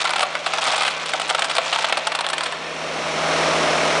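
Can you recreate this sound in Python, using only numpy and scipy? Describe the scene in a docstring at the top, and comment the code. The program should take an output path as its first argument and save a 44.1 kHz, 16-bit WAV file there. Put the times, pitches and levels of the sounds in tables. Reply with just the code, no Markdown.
"""A big concrete workshop: a loader's diesel runs steadily, driving the hydraulic pump of a timber shear.
For two and a half seconds the jaws crush a beam: fibres snap in bursts, the beam knocks,
splinters crackle and the hall rings. An automatic gain control ducks the mix under the cracks;
when they stop, the engine swells back up."""
import sys
import numpy as np
from scipy import signal
from scipy.fft import rfft, irfft
from scipy.io import wavfile
from scipy.ndimage import uniform_filter1d, minimum_filter1d

SR = 44100
rng = np.random.default_rng(int(sys.argv[2]) if len(sys.argv) > 2 else 0)


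def generate_wav(sig):
    """Save sig (samples, or channels by samples) to the path in sys.argv[1] as 16-bit PCM at SR."""
    pcm = np.round(np.clip(np.atleast_2d(sig).T, -1, 1) * 32767).astype(np.int16)
    wavfile.write(sys.argv[1], SR, pcm)


N = 176400


def from_db(db):
    """Decibels to gain."""
    return 10 ** (np.asarray(db) / 20)


def rms_one(x):
    """Scale to unit rms."""
    return x / np.sqrt(np.mean(x ** 2) + 1e-20)


def at_hz(points, hz):
    """Read a curve on a log-frequency axis."""
    f, v = np.transpose(points)
    return np.interp(np.log(np.maximum(hz, 1)), np.log(f), v)


def filtered(x, hz, kind):
    """Gentle Butterworth filter."""
    return signal.sosfilt(signal.butter(2, hz, kind, fs=SR, output="sos"), x)


def eq(x, curve, size=4096):
    """Minimum-phase EQ with unit power gain: no pre-ring ahead of a transient."""
    gain = rms_one(from_db(at_hz(curve, np.arange(size // 2 + 1) * SR / size)))
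    cepstrum = irfft(np.log(gain))
    cepstrum[1:size // 2] *= 2
    cepstrum[size // 2 + 1:] = 0
    return signal.fftconvolve(x, irfft(np.exp(rfft(cepstrum))))[:len(x)]


def drift(rate_hz, hop=40):
    """Smooth random modulation with unit rms."""
    pole = np.exp(-2 * np.pi * rate_hz * hop / SR)
    slow = signal.lfilter([1], [1, -2 * pole, pole * pole], rng.standard_normal(N // hop + 2002))[2000:]
    return np.interp(np.arange(N) / hop, np.arange(len(slow)), rms_one(slow))


def clicks(count, per_s, spread_db):
    """Random clicks of uneven size and polarity."""
    sizes = from_db(spread_db * np.minimum(rng.exponential(1, count), 3))
    return sizes * rng.choice([-1, 1], count) * (rng.random(count) < per_s / SR)


# Reverb decay; a negative time makes the faint top bands swell instead: freq_hz, t60_s
HALL_DECAY = [(200, 5.5), (1000, 0.5), (3000, 2.95), (9000, -2.5)]
# Reverb tone: freq_hz, level_db
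HALL_EQ = [(150, -19), (400, 2.5), (620, -6), (1000, -7), (1500, -8), (3000, -3), (6000, -35),
           (10000, -46.5)]

def workshop(x, onset_s=0.002, bounce_s=0.0045, bounce_db=-22.5):
    """Direct sound, a bounce off the concrete floor and a two-second diffuse tail."""
    t = np.arange(2 * SR) / SR
    white, bin_hz = rfft(rng.standard_normal(len(t))), np.arange(SR + 1) / 2
    edges_hz = np.geomspace(60, 12000, 12)
    tail = 0
    for low, high in zip(edges_hz, edges_hz[1:]):
        hz = np.sqrt(low * high)
        band = irfft(white * (bin_hz >= low) * (bin_hz < high))
        envelope = np.exp(-np.log(1000) * t / at_hz(HALL_DECAY, hz)) * (1 - np.exp(-(t / onset_s) ** 2))
        tail += band * envelope / np.linalg.norm(envelope) * from_db(at_hz(HALL_EQ, hz))
    bounce = np.interp(np.arange(N) - bounce_s * SR, np.arange(N), x, left=0)
    return x + from_db(bounce_db) * bounce + signal.fftconvolve(x, tail)[:N]


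def valve_hiss(band_hz=(5220, 6220), level_db=-40.5):
    """The hydraulic valve lays a thin, steady hiss over the engine."""
    return from_db(level_db) * rms_one(filtered(rng.standard_normal(N), band_hz, "band"))


CYCLE_HZ = 20.225  # one full four-stroke cycle
# Partials of the engine and pump drone: cycle_multiple, level_db
DRONE_PARTIALS = [(4, -48), (7, -52), (8, -36), (11, -50), (14, -48), (18, -46), (24, -32), (26, -44.5),
                  (30, -36.5), (32, -35), (40, -33.5), (62, -44), (64, -46.5)]

def engine_drone(cycles, waver_db_per_khz=2):
    """Engine and pump hum on harmonics of the cycle; the higher ones waver more in level."""
    drone = 0
    for multiple, level_db in DRONE_PARTIALS:
        waver_db = waver_db_per_khz * drift(3) * multiple * CYCLE_HZ / 1000
        phase = 2 * np.pi * (multiple * cycles + rng.random())
        drone += np.sqrt(2) * from_db(level_db + waver_db) * np.sin(phase)
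    return drone


# Tone of the diesel's clatter and roar: freq_hz, level_db
ENGINE_EQ = [(30, -36.5), (100, -35.5), (135, -22), (190, -13), (270, -7.5), (400, -5.5), (490, -5),
             (600, -3), (690, 0), (780, -6.5), (1200, -5), (1700, -10), (2300, -9), (3500, -14),
             (4400, -16), (4750, -20.5), (5400, -16.5), (6700, -24), (10000, -30.5)]

def engine_noise(cycles, clatter_db=-23.5, roar_db=-20.5, throb_depth=0.16):
    """A clatter that loops every cycle, and a roar that throbs with the two firings in each."""
    count = 2 * int(SR / CYCLE_HZ / 2)
    contacts = clicks(count, per_s=2000, spread_db=1)
    loop = irfft(np.exp(1j * np.angle(rfft(contacts))))  # flatten the spectrum, keep the phases
    clatter = eq(loop[(cycles * count).astype(int) % count], ENGINE_EQ)
    clatter = rms_one(filtered(clatter, 390, "high"))
    throb = 1 + throb_depth * np.cos(2 * np.pi * 2 * cycles)
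    roar = rms_one(eq(rng.standard_normal(N) * throb, ENGINE_EQ))
    return from_db(clatter_db) * clatter + from_db(roar_db) * roar


def loader(speed_wander=0.001):
    """The machine bed: drone and noise follow one nearly steady crankshaft while the valve hisses."""
    cycles = np.cumsum(CYCLE_HZ * (1 + speed_wander * drift(3))) / SR
    return engine_drone(cycles) + engine_noise(cycles) + valve_hiss()


# How busily the fibres tear between the big cracks as the beam strains: time_s, level_db
SPLINTER_STRAIN = [(0, -6.5), (.22, -21.5), (.28, -18), (0.429, -18.5), (0.559, -12.5), (0.661, -6),
                   (.87, -13.5), (.94, -16.5), (1.02, -16), (1.45, -15.5), (1.659, -10), (1.801, -9.5),
                   (2.019, -17), (2.251, -29), (2.46, -18), (2.6, -29), (2.8, -50)]
# Tone of the crackle: freq_hz, level_db
SPLINTER_EQ = [(40, -22.5), (380, -13.5), (620, -2), (800, 5), (1000, 4.5), (1330, 3.5), (1900, 1),
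               (3400, 3.5), (5500, -4.5), (7500, -9), (10000, -19.5)]

def splinters(decay_s=0.0011, tint_db=7):
    """Small fibres tear at random while the jaws press, each a short rasp with its own colour."""
    tears = np.abs(clicks(N, per_s=690, spread_db=-1))
    pole = np.exp(-2 / (decay_s * SR))
    edges_hz = [60, 900, 1800, 3000, 4600, 7000, 11000]
    rasp = 0
    for band_hz in zip(edges_hz, edges_hz[1:]):
        energy = (tears * from_db(tint_db * rng.uniform(-1, 1, N))) ** 2
        envelope = np.sqrt(signal.lfilter([1], [1, -pole], energy + 1e-18))
        rasp += filtered(envelope * rng.standard_normal(N), band_hz, "band")
    level_db = np.interp(np.arange(N) / SR, *np.transpose(SPLINTER_STRAIN))
    return from_db(level_db) * rms_one(eq(rasp, SPLINTER_EQ))


# Tone of breaking fibres: freq_hz, level_db
SNAP_EQ = [(40, -44.5), (200, -21), (420, -10.5), (580, 1), (800, 4), (1000, 0.5), (1330, 5), (1800, -1),
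           (3300, 2.5), (4500, -2.5), (6400, -15.5), (8000, -9.5), (10000, -16)]

def fibre_snap(t, decay_s, treble_db, attack_s=0.0017, stray_db=3, stray_decay_s=0.0045):
    """The bite of a crack: a dense burst of fibres breaks, and stray ones give way in a ragged tail."""
    burst = clicks(len(t), per_s=16000, spread_db=4) * (1 - np.exp(-t / attack_s)) * np.exp(-t / decay_s)
    strays = from_db(stray_db) * clicks(len(t), per_s=900, spread_db=4) * np.exp(-t / stray_decay_s)
    hz = np.geomspace(500, 10000, 10)
    shelf_db = treble_db * np.clip((hz - 3000) / 3000, 0, 1)
    scatter_db = -0.5 * np.sqrt(hz / hz[-1]) * rng.standard_normal(len(hz))  # the top varies most
    tinted = eq(burst + strays, np.c_[hz, shelf_db + scatter_db], size=512)
    return rms_one(eq(tinted, SNAP_EQ, size=1024))


# Resonances of the freed piece of wood: pitch_ratio, level_db, t60_s
WOOD_MODES = [(0.789, -1.5, 0.047), (1, 3.5, 0.045), (1.201, 0, 0.037), (1.6, 1.5, 0.035),
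              (1.852, -1.5, 0.043), (2.6, -9, 0.027), (3.6, -18, 0.01)]

def wood_knock(t, pitch_hz, attack_s=0.0052, detune_spread=0.033, spread_db=2):
    """The body of a crack: the freed piece rings short and hollow, a little differently each time."""
    ratio, level_db, t60_s = np.transpose(WOOD_MODES)[:, :, None]
    detune, strength = rng.standard_normal((2, len(ratio), 1))
    mode_hz = pitch_hz * ratio * (1 + detune_spread * detune)
    phase = 2 * np.pi * (mode_hz * t + rng.random((len(ratio), 1)))
    modes = from_db(level_db + spread_db * strength) * np.exp(-np.log(1000) * t / t60_s) * np.sin(phase)
    return rms_one(modes.sum(0) * (1 - np.exp(-(t / attack_s) ** 2)))


# Cue list of the big cracks, levels before the trims:
# start_s, snap_db, knock_db, treble_db, snap_decay_s, knock_pitch_hz
CRACK_CUES = [(0.014, -19.5, -25, 1, 0.0046, 1282), (0.041, -23, -20, 7.5, .006, 764),
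              (0.052, -20.5, -14.5, 4, 0.0042, 1311), (0.072, -21, -22, -14.5, 0.0055, 1260),
              (0.093, -22, -19, 1, 0.0014, 763), (0.105, -21.5, -17.5, 7, 0.0031, 1250),
              (0.134, -17, -23.5, -3.5, 0.0026, 777), (0.159, -16.5, -19, 0, 0.0052, 1340),
              (0.182, -21.5, -24, -6.5, 0.0025, 810), (0.193, -17.5, -20.5, 0.5, 0.0014, 738),
              (0.206, -15, -24, -3, 0.0038, 780), (0.218, -23.5, -19.5, 9, .005, 760),
              (0.228, -15, -14.5, 1.5, 0.0042, 717), (0.352, -18, -21, -10, 0.0025, 1247),
              (0.461, -15, -22.5, -4, 0.009, 772), (0.535, -17.5, -21.5, -1, 0.0028, 777),
              (0.583, -20.5, -18.5, 0, 0.0022, 852), (0.615, -25.5, -32, 7, 0.0031, 814),
              (0.626, -21.5, -25, -1, .005, 774), (0.639, -26, -34, 14, 0.0036, 1290),
              (0.65, -28.5, -29, -15, 0.0036, 1280), (0.654, -25, -23, 1, 0.0034, 1267),
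              (0.668, -22.5, -21, 13, 0.0084, 1280), (0.675, -22, -18.5, -3.5, 0.0087, 743),
              (0.698, -25.5, -21.5, -5, 0.0036, 815), (0.72, -22, -26, 5, .004, 801),
              (0.731, -23, -16.5, 1, 0.0018, 797), (0.744, -22, -34.5, -5, 0.0028, 830),
              (0.76, -20, -21.5, 4, 0.0087, 794), (0.779, -22, -24, 7, 0.0026, 824),
              (0.809, -20.5, -19.5, 1, .0025, 1310), (0.82, -19.5, -29.5, 1, 0.0033, 790),
              (0.832, -20, -24, 1, 0.0049, 1323), (0.849, -20, -21, -2, 0.0092, 1292),
              (0.862, -21, -27, 5, 0.011, 1264), (0.878, -18.5, -24, -2, 0.0049, 1280),
              (0.905, -25, -36.5, 0, 0.0064, 810), (1.058, -27, -39, 8, 0.0049, 963),
              (1.09, -24.5, -29.5, 5.5, .007, 830), (1.135, -18, -23.5, 1, 0.0032, 810),
              (1.141, -36, -18.5, -11, 0.0024, 730), (1.197, -20.5, -36, 2, 0.0024, 1106),
              (1.216, -21, -41, 5, 0.0031, 1038), (1.282, -31, -30, 13, .002, 790),
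              (1.292, -19.5, -38, 2.5, 0.0078, 810), (1.299, -16.5, -27.5, 2, .004, 1200),
              (1.308, -16.5, -17.5, -8, 0.0012, 767), (1.347, -13.5, -22.5, -2, 0.0033, 795),
              (1.385, -21.5, -19, -13, 0.0015, 905), (1.392, -18, -35, 6, 0.0023, 1070),
              (1.42, -14, -20, -4, 0.0039, 706), (1.442, -18.5, -20, 6, 0.0098, 990),
              (1.498, -19, -34, 1.5, 0.0011, 956), (1.512, -19, -27, -3, 0.0024, 1195),
              (1.551, -23, -32, 8, 0.0039, 1020), (1.565, -17, -31, 3, 0.0038, 910),
              (1.582, -13, -13.5, -3.5, 0.0017, 687), (1.726, -12.5, -20.5, -5, 0.011, 790),
              (1.76, -16, -22.5, -4.5, 0.0021, 883), (1.786, -18.5, -28.5, -1, 0.0052, 904),
              (1.821, -23.5, -36, 3, .004, 1080), (1.843, -13.5, -21, -6.5, 0.0048, 875),
              (1.885, -24.5, -27, 2, 0.004, 1320), (1.895, -26, -20, -6, 0.0045, 760),
              (1.924, -12, -21, -7.5, 0.0033, 820), (1.971, -16.5, -17.5, 3.5, 0.006, 726),
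              (2.07, -15.5, -16.5, 2.5, 0.0024, 900), (2.118, -20.5, -23, -3, .0045, 960),
              (2.149, -16.5, -44, 2, 0.0057, 1300), (2.188, -19.5, -21.5, -6, 0.0019, 867),
              (2.207, -18, -29, 0.5, 0.004, 820), (2.241, -20, -32, -12, 0.01, 900),
              (2.265, -18.5, -25, 1.5, 0.0024, 1080), (2.287, -22.5, -30, 8, 0.0034, 887),
              (2.299, -20.5, -30, 5, .005, 1080), (2.331, -18, -21.5, 3, 0.0065, 942),
              (2.38, -20.5, -34, 3, 0.0043, 910), (2.407, -21.5, -22, 1.5, 0.0025, 1080),
              (2.433, -21.5, -27, 5.5, 0.0058, 997), (2.459, -22, -31, -0.5, 0.0086, 1020),
              (2.522, -28, -28, 0, 0.0031, 918)]

def fractures(snap_trim_db=5.2, knock_trim_db=3.5):
    """The beam gives way crack by crack: each layers a fibre snap with the knock of the piece it frees."""
    t = np.arange(SR // 10) / SR
    track = np.zeros(N)
    for start_s, snap_db, knock_db, treble_db, snap_decay_s, knock_pitch_hz in CRACK_CUES:
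        snap = from_db(snap_db + snap_trim_db) * fibre_snap(t, snap_decay_s, treble_db)
        knock = from_db(knock_db + knock_trim_db) * wood_knock(t, knock_pitch_hz)
        start = int(start_s * SR)
        track[start:start + len(t)] += snap + knock
    return track


def scene():
    """Mono mix on two channels: a dry machine bed under breaking timber with the hall's reverb."""
    mono = loader() + workshop(splinters() + fractures())
    return np.array([mono, mono])


def record(dry):
    """Gain control ducks at once, holds and recovers slowly; then a soft clip and a steep high cut."""
    threshold_db, range_db, hold_s, release_db_per_s, high_cut_hz = -13.5, 16.5, 0.22, 16, 10100
    level_db = 10 * np.log10(np.maximum(uniform_filter1d(dry[0] ** 2, size=140), 1e-12))
    over_db = np.clip(level_db - threshold_db, 0, range_db)
    over_db[0] = range_db  # open fully ducked
    half_hold = int(hold_s * SR / 2)
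    held_db = -minimum_filter1d(-over_db, 2 * half_hold + 1, origin=half_hold, mode="nearest")
    release_db = release_db_per_s * np.arange(N) / SR
    duck_db = np.maximum.accumulate(held_db + release_db) - release_db
    rounded = 0.84 * np.tanh(dry * from_db(-duck_db) / 0.87)
    return signal.sosfilt(signal.ellip(12, .2, 80, high_cut_hz, fs=SR, output="sos"), rounded)


dry = scene()
out = record(dry)
generate_wav(out)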